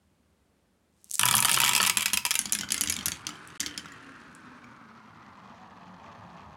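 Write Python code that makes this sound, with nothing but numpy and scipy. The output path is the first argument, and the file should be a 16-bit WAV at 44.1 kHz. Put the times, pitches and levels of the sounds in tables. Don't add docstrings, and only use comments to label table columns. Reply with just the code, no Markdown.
import sys
import numpy as np
from scipy import signal
from scipy.fft import rfft, irfft, next_fast_len
from scipy.io import wavfile
from scipy.ndimage import uniform_filter1d, map_coordinates

SR = 44100
rng = np.random.default_rng(int(sys.argv[2]) if len(sys.argv) > 2 else 0)


def master_out(mix):
    frames = np.transpose(np.atleast_2d(mix))
    ceiling = np.clip(frames, -1, 1)
    pcm = np.round(ceiling * 32767).astype(np.int16)
    wavfile.write(sys.argv[1], SR, pcm)


N = 289296
TIME = np.arange(N) / SR
RING = TIME[:int(.25 * SR)]
DIRECT_DB = -6.5


def undb(db):
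    return 10 ** (np.asarray(db) / 20)


def unit(x):
    return x / np.sqrt(np.mean(x ** 2) + 1e-18)


def unit_blow(x):
    return x / np.sqrt(np.mean(x[:SR // 100] ** 2))


def add(track, s, sound):
    i = int(s * SR)
    track[i:i + len(sound)] += sound[:N - i]


def follow(points):
    return np.interp(TIME, *np.transpose(points))


def colour(x, points):
    size = next_fast_len(len(x) + 4096) // 2 * 2
    hz, db = np.transpose(points)
    f = np.maximum(np.fft.rfftfreq(size, 1 / SR), 1)
    cepstrum = irfft(np.log(undb(np.interp(np.log(f), np.log(hz), db))))
    cepstrum[1:size // 2] *= 2
    cepstrum[size // 2 + 1:] = 0
    return irfft(rfft(x, size) * np.exp(rfft(cepstrum)))[:len(x)]


def fade(t60):
    return np.exp(-np.log(1000) * RING / t60)


def envelope(start_s, attack_s, hold_s, fall_db_per_s):
    age = TIME - start_s
    fall_db = fall_db_per_s * np.maximum(age - attack_s - hold_s, 0)
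    return np.clip(age / attack_s, 0, 1) * undb(-fall_db)


def walk(rate):
    knots = rng.standard_normal(2048)
    path = np.interp(TIME * rate, np.arange(len(knots)), knots)
    return uniform_filter1d(path, int(SR / rate / 2) + 1) * np.sqrt(2)


def grains(points, rate, spread_db, t60):
    size = (rng.random(N) < rate / SR) * undb(spread_db * np.clip(rng.standard_normal(N), -2, 2))
    decay = np.exp(-2 * np.log(1000) / (t60 * SR))
    energy = signal.lfilter([1], [1, -decay], size ** 2 + 1e-12)
    return unit(colour(np.sqrt(energy) * rng.standard_normal(N), points))


def ping(hz, t60):
    return fade(t60) * np.sin(2 * np.pi * hz * RING)


def ring(modes, spread):
    hz, db, t60 = np.transpose(modes)[:, :, None]
    weight, detune = rng.standard_normal((2, len(modes), 1))
    weight = np.sign(weight) * (.5 + np.abs(weight))
    tones = np.sin(2 * np.pi * hz * (1 + spread * detune) * RING)
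    return unit_blow(np.sum(weight * undb(db) * fade(t60) * tones, axis=0))


def crowd(points, t60):
    return unit_blow(colour(rng.standard_normal(len(RING)) * fade(t60), points))


def patchy(x, spread_db):
    hz = np.geomspace(1000, 16000, 13)
    return colour(x, np.column_stack([hz, spread_db * rng.uniform(-1.7, 0.68, len(hz))]))


# frequency in Hz, level in dB.
CRACK_COLOUR = [(300, -25), (1500, -26), (3000, -13), (5500, 4), (8000, 4), (11200, 7.5), (12500, 1.5),
                (16000, -9.5)]


def tick(t60, hz, dull_db):
    crack = colour(rng.standard_normal(len(RING)) * fade(t60), CRACK_COLOUR)
    crack = colour(crack, [(hz / 2, -4), (hz, 0), (1.1 * hz, 0), (2.5 * hz, dull_db)])
    return unit(crack) * np.sqrt(np.mean(fade(t60) ** 2)) / 2


# frequency in Hz, relative level in dB per Hz.
AIR_COLOUR = [(15, -53), (25, -20.5), (76, -2), (120, -15.5), (180, -9), (200, -8), (317, -15.5),
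              (516, -17.5), (796, -22.5), (1440, -26), (6050, -36), (9320, -35.5), (16000, -46.5)]
AIR_DB = -67.5


def air():
    return undb(AIR_DB + 0.77 * walk(2.395)) * unit(colour(rng.standard_normal(N), AIR_COLOUR))


POUR_S, RUB_DB, RUB_RISE_DB_PER_S = 1.19, -50.5, 128
# start in seconds, peak in dB.
MARBLE_CLICKS = [(1.0441, -31), (1.0984, -29.5), (1.1092, -28), (1.1136, -12.5), (1.1273, -25),
                 (1.1376, -18), (1.142, -11), (1.1452, -16), (1.1487, -20.5), (1.1513, -22.5), (1.155, -12),
                 (1.1817, -24), (3.4751, -30), (4.3506, -32.5)]
# frequency in Hz, level in dB.
CLICK_COLOUR = [(500, -26.5), (1500, -24.5), (3000, -14.5), (5500, -2.5), (8000, 5.5), (11000, 1.5),
                (12500, -7), (16000, -15)]


def palm():
    rub_colour = [(1000, -21.0), (3000, -5.5), (8000, 1.5), (16000, -15.0)]
    rub_db = RUB_DB - RUB_RISE_DB_PER_S * np.abs(POUR_S - TIME)
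    out = undb(rub_db) * grains(rub_colour, rate=700, spread_db=3.0, t60=0.0038)
    for s, db in MARBLE_CLICKS:
        contact = (RING == 0) + .17 * rng.standard_normal(len(RING)) * fade(.0035)
        click = colour(contact, CLICK_COLOUR)
        add(out, s, undb(db) * click / np.abs(click).max())
    return out


# frequency in Hz, level in dB, t60 in seconds.
WALL_MODES = [(860, -20.5, 0.029), (936, -4.5, 0.18), (1006, -2, 0.1), (1160, -5.5, 0.07),
              (1285, -6.5, 0.15), (1305, 4, 0.027), (1464, -13, 0.026), (1728, 0, .06), (1860, -5, 0.042)]
SHELL_MODES = [(1966, -4, 0.066), (2330, 0.5, 0.076), (2560, -0.5, 0.053), (2805, -5, 0.06),
               (2700, 6.5, 0.013), (3170, 2.5, 0.038), (3330, -6, 0.064), (3330, -3, 0.047),
               (3570, -8.5, .05), (3920, -4, .04), (4960, -2, 0.051), (4540, -4.5, 0.023)]
# frequency in Hz, level in dB.
WALL_COLOUR = [(100, -36), (450, -30.5), (750, 0.5), (1000, 7), (1800, 7.5), (2600, -31), (6000, -49)]
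SHELL_COLOUR = [(700, -43.5), (1600, -15.5), (2300, 2.5), (3200, 2.5), (4000, -3), (5000, -3.5), (7500, -2),
                (16000, -14.5)]
CHUTE_TICK_DB, SHELL_DB, WALL_DB, SPOT_DB = -2, 0.5, -2.5, -6.5
WALL_FALL_DB_PER_S, WALL_PER_SHARP = 7.5, -0.1027


def plastic_blow(s, tick_db, ring_db, hz, spot_hz):
    crack = tick(t60=.011, hz=hz, dull_db=-2) + undb(-9) * ping(hz, t60=.018)
    shell = ring(SHELL_MODES, spread=.018) + undb(4) * crowd(SHELL_COLOUR, t60=0.024)
    shell = unit_blow(patchy(shell, spread_db=2.8))
    wall = unit_blow(ring(WALL_MODES, spread=0.007) + undb(-0.5) * crowd(WALL_COLOUR, t60=0.0319))
    wall_db = WALL_DB - WALL_FALL_DB_PER_S * (s - POUR_S) + WALL_PER_SHARP * (tick_db - ring_db)
    spot = unit_blow(ping(spot_hz, t60=.028))
    body = undb(SHELL_DB) * shell + undb(wall_db) * wall + undb(SPOT_DB) * spot
    return undb(tick_db + CHUTE_TICK_DB) * crack + undb(DIRECT_DB + ring_db) * body


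# time in seconds, tick level in dB and ring level
# in dB (both before trims), tick centre in Hz, note of the struck spot in Hz.
CHUTE_BLOWS = [(1.1932, -3.5, -21, 9050, 3660), (1.211, -12, -23, 10600, 3130),
               (1.254, -3.5, -27, 11530, 1150), (1.261, -17, -21.5, 5870, 1320),
               (1.2771, -14, -24.5, 10000, 1240), (1.285, -9, -18, 8500, 3500),
               (1.3102, -5, -20.5, 8870, 1300), (1.3265, -15, -27, 6150, 950),
               (1.351, -3, -26.5, 9600, 1310), (1.3663, -5.5, -22, 11600, 988),
               (1.3798, -8, -23.5, 6140, 1315), (1.3879, -23, -22.5, 9400, 930),
               (1.4026, -5.5, -35.5, 9720, 955), (1.424, -9, -20.5, 9500, 970),
               (1.4531, -6, -25.5, 9600, 1330), (1.4824, -27, -22, 4370, 2420),
               (1.493, -9.5, -19, 9340, 1780), (1.5134, -6.5, -22.5, 8650, 2840),
               (1.5295, -12, -32, 8750, 990), (1.5369, -14.5, -26, 8400, 2290),
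               (1.5421, -4.5, -20.5, 5000, 2730), (1.563, -13, -24.5, 6000, 2700),
               (1.585, -14, -26, 10500, 1250), (1.6011, -5.5, -17.5, 11670, 2650),
               (1.616, -11, -19.5, 7600, 2540), (1.6404, -8.5, -26.5, 7240, 3300),
               (1.6473, -9.5, -20.5, 6740, 2250), (1.6606, -11, -21, 5030, 2290),
               (1.67, -21, -23, 9250, 2280), (1.6781, -14, -18, 10900, 2810), (1.691, -7, -18, 7400, 983),
               (1.711, -25, -22.5, 6900, 2660), (1.721, -20.5, -29, 7610, 2720),
               (1.733, -11, -21.5, 7660, 2470), (1.7499, -6.5, -20, 5040, 2680),
               (1.7623, -7.5, -19.5, 8100, 2580), (1.7773, -11.5, -19.5, 5250, 2590),
               (1.8068, -16, -24.5, 4600, 2500), (1.815, -11.5, -26, 10560, 960),
               (1.828, -9, -19, 7500, 2390), (1.837, -24, -21.5, 7500, 1250),
               (1.8489, -17, -21, 4170, 3710), (1.8627, -10.5, -21.5, 9530, 2610),
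               (1.8686, -10.5, -21.5, 8840, 2420), (1.874, -11, -19.5, 10650, 2400),
               (1.8963, -5.5, -16.5, 4960, 2730), (1.9703, -6, -18, 7570, 2480),
               (1.982, -15, -30, 7300, 2330), (1.994, -25.5, -26.5, 7040, 2380),
               (2.0071, -15.5, -24.5, 10000, 2320), (2.02, -18, -24.5, 11900, 2300),
               (2.0263, -17, -24.5, 9800, 2300), (2.0575, -7.5, -17, 5170, 2690),
               (2.08, -29, -27.5, 5960, 2450), (2.1002, -36, -33, 5630, 3240),
               (2.1322, -12.5, -18, 10900, 2560), (2.139, -9.5, -24, 10300, 3200),
               (2.172, -8.5, -19.5, 5030, 2550), (2.2505, -9, -20, 4990, 990),
               (2.2629, -13.5, -24.5, 7450, 985), (2.3068, -11, -18.5, 7600, 3300),
               (2.3128, -12, -22, 5230, 1750), (2.34, -14, -30.5, 10600, 1280),
               (2.353, -10, -20, 7060, 2700)]
# frequency in Hz, level in dB.
RATTLE_COLOUR = [(400, -26), (750, -0.5), (950, 3.5), (1300, -7), (1550, -10), (2400, 5), (3300, 2.5),
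                 (4200, 3), (7500, -9), (11200, -0.5), (12500, -10), (16000, -20.5)]
RUMBLE_COLOUR = [(40, -44), (85, -8), (115, 6.5), (138, 7.5), (168, -6), (200, 4), (240, -3.5), (320, -13),
                 (360, -4.5), (430, -20.5), (650, -14), (1000, -42.5)]
RATTLE_DB, RUMBLE_DB = -38, -44.5
HARD_DB, REBOUND_S, REBOUND_TICK_DB, REBOUND_RING_DB = -11, 0.0055, -11.5, -12.5


def chute():
    out = np.zeros(N)
    for s, tick_db, ring_db, hz, spot_hz in CHUTE_BLOWS:
        add(out, s + .001, plastic_blow(s, tick_db, ring_db, hz, spot_hz))
        if tick_db > HARD_DB:
            again_s = s + REBOUND_S * (.5 + rng.random())
            again = plastic_blow(s, tick_db + REBOUND_TICK_DB, ring_db + REBOUND_RING_DB, hz, spot_hz)
            add(out, again_s, again)
    rattle = envelope(POUR_S, attack_s=0.18, hold_s=0.38, fall_db_per_s=33.5)
    rattle = rattle * grains(RATTLE_COLOUR, rate=320, spread_db=8, t60=0.00847)
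    rumble = envelope(POUR_S, attack_s=0.031, hold_s=0.51, fall_db_per_s=25)
    rumble = rumble * grains(RUMBLE_COLOUR, rate=560, spread_db=0.5, t60=.02)
    return out + undb(RATTLE_DB) * rattle + undb(RUMBLE_DB) * rumble


# time in seconds, tick level in dB, clack of the throat
# in dB, knock of the deep wall in dB, all before trims.
LANDINGS = [(1.2325, -8, -15.5, -17.5), (1.3398, -13.5, -17.5, -16.5), (1.448, -5, -17.5, -19),
            (1.573, -30, -19.5, -18), (1.6351, -27.5, -16, -18.5), (1.8013, -29.5, -17, -17.5)]
# frequency in Hz, level in dB, t60 in seconds.
THROAT_MODES = [(2360, -4.5, 0.0162), (2930, 3, .012), (3250, -2.5, 0.019), (3583, -6, .02),
                (4495, -6, .028)]
WALL_LAG_S, WALL_NOTE_HZ, WALL_NOTE_DB = 0.001955, 1300, -1.5


def funnel():
    out = np.zeros(N)
    for s, tick_db, clack_db, wall_db in LANDINGS:
        crack = undb(tick_db + CHUTE_TICK_DB) * tick(t60=.011, hz=10000, dull_db=-3)
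        add(out, s, crack + undb(DIRECT_DB + clack_db) * ring(THROAT_MODES, spread=0.01))
        wall = ring(WALL_MODES, spread=.005) + undb(-0.5) * crowd(WALL_COLOUR, t60=.018)
        wall = wall + undb(WALL_NOTE_DB) * unit_blow(ping(WALL_NOTE_HZ, t60=.03))
        add(out, s + WALL_LAG_S, undb(DIRECT_DB + wall_db) * unit_blow(wall))
    return out


# frequency in Hz, level in dB, t60 in seconds.
TOWER_MODES = [(78, -8.5, 0.17), (112.6, -14, 0.052), (136, -8.5, 0.051), (162.3, -8, 0.045),
               (204, 4.5, 0.12), (232, -4, 0.1), (285, -2, 0.082), (355.6, -17.5, 0.091)]
# time in seconds, level in dB.
THUDS = [(1.97, -38.5), (2.058, -47), (2.1316, -34.5)]
TOWER_DB = -57


def tower():
    body = sum(undb(db) * ping(hz, t60) for hz, db, t60 in TOWER_MODES)
    shaking = unit(signal.fftconvolve(rng.standard_normal(N), body)[:N])
    swell = envelope(MARBLES[0][0], attack_s=0.034, hold_s=.7, fall_db_per_s=56)
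    out = undb(TOWER_DB) * swell * undb(3 * walk(22)) * shaking
    for s, db in THUDS:
        add(out, s, undb(db) * unit_blow(body) * (1 - fade(.033)))
    return out


TUBE_S, TUBE_HZ, TUBE_WIDTH_HZ, TUBE_DB = 1.972, 2330, 70, -24


def tube():
    whirl = envelope(TUBE_S, attack_s=.01, hold_s=0.044, fall_db_per_s=220)
    whirl = whirl * grains(SHELL_COLOUR, rate=460, spread_db=6, t60=.004)
    return undb(TUBE_DB) * signal.lfilter(*signal.iirpeak(TUBE_HZ, TUBE_HZ / TUBE_WIDTH_HZ, fs=SR), whirl)


# frequency in Hz, level in dB, t60 in seconds.
WOOD_MODES = [(1380, -9.5, 0.078), (1686, -4, 0.05), (2126, -1, 0.088), (3005, 4, 0.033), (3554, 4, .02),
              (4680, 8.5, 0.025), (5570, 4, 0.045), (6740, 8, 0.026)]
# frequency in Hz, level in dB.
WOOD_COLOUR = [(250, -22), (600, -14), (1200, -8.5), (2000, 2), (3200, 2), (4500, 0.5), (7000, -6.5),
               (10500, -10), (16000, -18.5)]


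def wood_blow(tick_db, hz, wood_db, wood_hz, thump_db, support):
    crack = tick(t60=0.0089, hz=hz, dull_db=-21) + undb(-7) * ping(hz, t60=0.014)
    note = undb(1.0 + 0.89 * (wood_db - tick_db)) * unit_blow(ping(wood_hz, t60=0.0227))
    wood = ring(WOOD_MODES, spread=.05) + undb(-2) * crowd(WOOD_COLOUR, t60=0.037)
    wood = unit_blow(patchy(wood, spread_db=2.5) + note)
    thump = ring(support, spread=0.012) * (1 - fade(0.023))
    return undb(tick_db) * crack + undb(DIRECT_DB) * (undb(wood_db) * wood + undb(thump_db + 5.5) * thump)


# drop into the block in seconds, hit on its wall in seconds, landing on the rail
# in seconds, second landing in seconds, strength in dB of all blows but the first landing, strength of
# that landing in dB, share of the lead speed, rolling level in dB.
MARBLES = [(2.391, 2.391, 2.4149, 2.4563, -1, -8.5, 0.98, 2.5),
           (2.523, 2.5317, 2.5506, 2.588, 0, 1, 0.98, 1),
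           (2.7202, 2.722, 2.7435, 2.7792, -1, -0.5, 0.85, -3),
           (2.81, 2.816, 2.8366, 2.8737, -0.5, 0.5, 0.89, -3.5),
           (2.898, 2.9014, 2.9239, 2.9651, -1, -1.5, 0.9, -8),
           (3.058, 3.064, 3.0825, 3.1189, -0.5, 0, 0.79, -7)]
# frequency in Hz, level in dB, t60 in seconds.
BLOCK_MODES = [(6000, -5.5, .022), (6700, -0.5, .03), (10900, -13, .025)]
BLOCK_DB = -29
# tick level in dB, tick centre in Hz,
# wood ring in dB, wood note in Hz, tower thump in dB.
BOUNCES = [(-7.5, 10500, -23.5, 2700, -47.5), (-15, 6650, -29, 3140, -41.5),
           (-14.5, 9900, -24.5, 1715, -42.5), (-17.5, 6550, -26.5, 3330, -40.5)]
# time in seconds,
# strength in dB, wood note in Hz, tick level in dB, tick centre in Hz.
KNOCKS = [(2.47, -34, 3030, -35, 6630), (2.4951, -30.5, 3370, -31, 4570), (2.5957, -31, 2820, -34, 6580),
          (2.61, -22.5, 3100, -22.5, 6450), (2.6248, -32, 3100, -46, 6490), (2.6339, -24, 1476, -41, 5900),
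          (2.6343, -30.5, 3070, -53.5, 7000), (2.6429, -31, 3150, -53, 7000),
          (2.644, -34.5, 1440, -50, 7000), (2.6887, -30, 2070, -30, 4460), (2.7054, -21.5, 3130, -23, 6300),
          (2.766, -27.5, 2110, -31, 10500), (2.8593, -28, 2000, -33, 6380), (2.8856, -26, 3130, -29, 6200),
          (2.9407, -33, 2930, -26, 6460), (2.954, -39, 2075, -36, 6550), (2.9888, -25.5, 3200, -33, 6000),
          (3.0095, -28, 3140, -39, 4900), (3.029, -33.5, 2050, -40, 4500), (3.0691, -29.5, 1490, -23, 6000),
          (3.268, -20.5, 3160, -21, 5980), (3.2909, -26.5, 1283, -35.5, 7310),
          (3.3062, -34, 2990, -53, 4600), (3.355, -37, 3100, -52, 5060), (3.502, -43, 2800, -48, 6200),
          (3.5982, -30.5, 3130, -48, 6800), (3.6039, -23, 3100, -15.5, 7200),
          (3.6103, -24, 2060, -23.5, 6640), (3.6307, -26, 1750, -36, 5930),
          (3.6368, -30.5, 1913, -44, 5900), (3.662, -21, 3170, -25, 5470), (3.668, -27.5, 2170, -31, 4800),
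          (3.68, -34, 1550, -42, 5900), (3.692, -37, 3070, -49, 5000), (3.71, -35, 3075, -52, 5900),
          (3.7412, -37, 3100, -56, 4660), (3.777, -22.5, 3230, -24, 5300), (3.7947, -31.5, 3070, -46, 4690),
          (3.8578, -31, 1400, -47, 6290), (3.885, -44, 3093, -50, 5000), (3.92, -36.5, 1902, -49, 5960),
          (4.643, -41, 2300, -56, 4700)]
KNOCK_WOOD_DB, KNOCK_TICK_DB, KNOCK_THUMP_DB = -4.5, 3.5, -18
# frequency in Hz, level in dB, t60 in seconds.
DISC_MODES = [(85, -7, 0.12), (114, -9.5, .07), (163, -0.5, .06), (218.5, 6.5, 0.06), (290.4, 4, 0.13),
              (404, -11.5, .05), (475, -14, .05)]
ON_SPIRAL_S = 3.2


def rail():
    out = np.zeros(N)
    for *times, drop_db, landing_db, _, _ in MARBLES:
        add(out, times[1], undb(BLOCK_DB + drop_db) * ring(BLOCK_MODES, spread=.008))
        strengths = drop_db, drop_db, landing_db, drop_db
        for s, db, (tick_db, hz, wood_db, wood_hz, thump_db) in zip(times, strengths, BOUNCES):
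            spot = 1 + 0.035 * rng.standard_normal()
            blow = wood_blow(tick_db, hz * spot, wood_db, wood_hz * spot, thump_db, TOWER_MODES)
            add(out, s, undb(db) * blow)
    for s, db, wood_hz, tick_db, hz in KNOCKS:
        support = TOWER_MODES if s < ON_SPIRAL_S else DISC_MODES
        wood_db, thump_db = db + KNOCK_WOOD_DB, db + KNOCK_THUMP_DB
        add(out, s, wood_blow(tick_db + KNOCK_TICK_DB, hz, wood_db, wood_hz, thump_db, support))
    return out


# frequency in Hz, level in dB.
GRIT_COLOUR = [(800, -8.5), (2500, 3), (4300, -4), (6500, -10), (9000, -8), (11000, -14), (12500, -27.5),
               (16000, -46)]
FRAME_COLOUR = [(40, -37), (62, -13), (80, 3), (110, 2), (150, -9), (200, -5), (295, -6), (420, -14),
                (700, -21), (1200, -51)]
SCRAPE_DB, GRIT_DB, RAIL_RUMBLE_DB = -50.5, -59, -67.5
# frequency in Hz, level in dB.
CHATTER_COLOUR = [(400, -9.5), (900, -0.5), (1500, 9), (2100, 0), (2600, 1), (3150, 16), (3800, -12),
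                  (7000, -7.5), (10500, -18), (14000, -34)]
CHATTER_S, CHATTER_DB = 3.6, -50


def grit():
    scrapes = [envelope(row[0], attack_s=.02, hold_s=0.035, fall_db_per_s=99.5) for row in MARBLES]
    scrape = np.sqrt(sum(gain ** 2 for gain in scrapes))
    first_s = MARBLES[0][0]
    along = envelope(first_s, attack_s=0.45, hold_s=1.03, fall_db_per_s=21.0)
    crackle = undb(SCRAPE_DB) * scrape + undb(GRIT_DB) * along
    crackle = crackle * grains(GRIT_COLOUR, rate=680, spread_db=7.5, t60=0.016)
    chatter = envelope(CHATTER_S, attack_s=0.0082, hold_s=0.046, fall_db_per_s=50.0)
    chatter = chatter * grains(CHATTER_COLOUR, rate=300, spread_db=5.5, t60=.012)
    shaking = envelope(first_s, attack_s=.1, hold_s=1.8, fall_db_per_s=6)
    rumble = undb(RAIL_RUMBLE_DB) * shaking * grains(FRAME_COLOUR, rate=540, spread_db=1.5, t60=.02)
    return crackle + undb(CHATTER_DB) * chatter + rumble


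# time in seconds,
# rate in Hz.
LEAD_SPEED = [(2.4, 215.2), (3.4, 250), (3.62, 298.2), (4.1, 280.3), (4.8, 236.6), (5.7, 187.4),
              (6.56, 179.5)]
# frequency in Hz, level in dB.
GROOVE = [(50, -12.5), (110, 1), (220, 0), (290, -2.5), (380, -9), (470, -9), (560, -10.5), (700, -6.5),
          (880, -0.5), (1300, 1), (1600, -12), (1980, -7), (2250, -18), (2900, -19), (5000, -26.5),
          (9000, -56)]
REFERENCE_HZ = 197.9
# time in seconds, level in dB.
HUM_LEVEL = [(3.1, -71), (3.55, -66), (3.68, -60), (4.82, -61), (4.95, -64.5), (5.7, -69), (6.2, -61.5),
             (6.56, -66)]
HUM_LEAD = 1.5
RAIL_TIME_S = .55
# time in
# seconds, level in dB.
ROLL_LEVEL = [(3.75, -52), (4.01, -53), (5.03, -55.5), (5.6, -53.5), (6.1, -52), (6.56, -52)]
# time in seconds, dB relative to the rolling.
RASP_LEVEL = [(3.4, -14), (4.7, -15), (5.6, -11.5), (6.56, -13)]
# frequency in Hz, level in dB.
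SPECK_COLOUR = [(800, -6.5), (1700, 7.5), (2000, 8.5), (2200, 3), (2500, 9), (2800, 1.5), (3300, 3),
                (3750, -2.5), (4200, 0.5), (5000, -4.5), (6300, -4), (8000, -16), (16000, -64)]
SPECK_DB = -18.5
RASP_FLUTTER_DB, ROAR_FLUTTER_DB = 2.5, 0.6


def spiral():
    lead_hz = follow(LEAD_SPEED)
    groove_hz, groove_db = np.transpose(GROOVE)
    surface = unit(colour(rng.standard_normal(N), GROOVE))
    hum, buzz, roar = 0, 0, 0
    for drop_s, *_, share, db in MARBLES:
        on_wood = undb(db) * np.clip((TIME - drop_s) / 0.1, 0, 1)
        marks = np.cumsum(lead_hz * share * (1 + .01 * walk(7))) / SR
        phase = 2 * np.pi * marks
        in_spiral = np.clip((TIME - drop_s - RAIL_TIME_S) / 0.77, 0, 1)
        hum += in_spiral * undb(HUM_LEAD * db + 2 * walk(35)) * np.sin(phase + 0.5 * walk(45))
        for k in range(4, 8):
            harmonic_db = np.interp(k * REFERENCE_HZ, groove_hz, groove_db)
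            buzz += on_wood * undb(harmonic_db) * walk(18) * np.sin(k * phase)
        place = (marks * SR / REFERENCE_HZ + N * rng.random()) % N
        grain = map_coordinates(surface, [place], order=3, mode="wrap")
        roar += on_wood * undb(2.9 * np.clip(walk(200), -2, 2)) * grain
    patches = np.clip(walk(90), -1.6, 1.6)
    started = TIME > MARBLES[0][0]
    rasp = undb(RASP_FLUTTER_DB * patches) * grains(SPECK_COLOUR, rate=520, spread_db=3, t60=.004)
    ticks = grains(SPECK_COLOUR, rate=70, spread_db=3.2, t60=.003)
    specks = started * (undb(SPECK_DB) * ticks + undb(follow(RASP_LEVEL)) * rasp)
    rolling = undb(ROAR_FLUTTER_DB * patches) * unit(unit(roar) + undb(-9.0) * unit(buzz)) + specks
    return undb(follow(HUM_LEVEL)) * unit(hum) + undb(follow(ROLL_LEVEL)) * rolling


# centre in Hz, t60 in seconds, echo level in dB.
ROOM_BANDS = [(124.4, 0.18, -0.5), (396, 0.097, -4), (1200, 0.51, -8), (3030, 0.25, -8.5), (6950, 0.19, -9),
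              (13970, 0.21, -11)]


def echo():
    centres = np.log([row[0] for row in ROOM_BANDS])
    f = np.log(np.maximum(np.fft.rfftfreq(len(RING), 1 / SR), 1))
    noise, tail = rfft(rng.standard_normal(len(RING))), 0
    for pick, (_, t60, db) in zip(np.eye(len(ROOM_BANDS)), ROOM_BANDS):
        shape = fade(t60) * np.clip((RING - .002) / 0.0025, 0, 1)
        band = irfft(noise * np.interp(f, centres, pick), len(RING))
        tail += undb(db) * band * shape / np.linalg.norm(shape)
    return tail


ROOM_CHANGE_S = .12


def room(x):
    out, hop = x.copy(), int(ROOM_CHANGE_S * SR)
    for i in range(0, N - hop, hop):
        piece = x[i:i + 2 * hop]
        piece = piece * np.hanning(2 * hop)[:len(piece)]
        add(out, i / SR, signal.fftconvolve(piece, echo()))
    return out


def scene():
    run = palm() + chute() + funnel() + tower() + tube() + rail() + grit() + spiral()
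    return (air() + room(run))[None]


SILENCE_S = (3.577, 3.597)
LOW_CUT_HZ, TOP_HZ = 65, 16000


def record(dry):
    live = uniform_filter1d(1. * ((TIME < SILENCE_S[0]) | (TIME > SILENCE_S[1])), size=64)
    thin = signal.sosfilt(signal.butter(2, LOW_CUT_HZ, "high", fs=SR, output="sos"), dry)
    return signal.sosfilt(signal.ellip(8, .2, 70, TOP_HZ, fs=SR, output="sos"), thin * live)


dry = scene()
out = record(dry)
master_out(out)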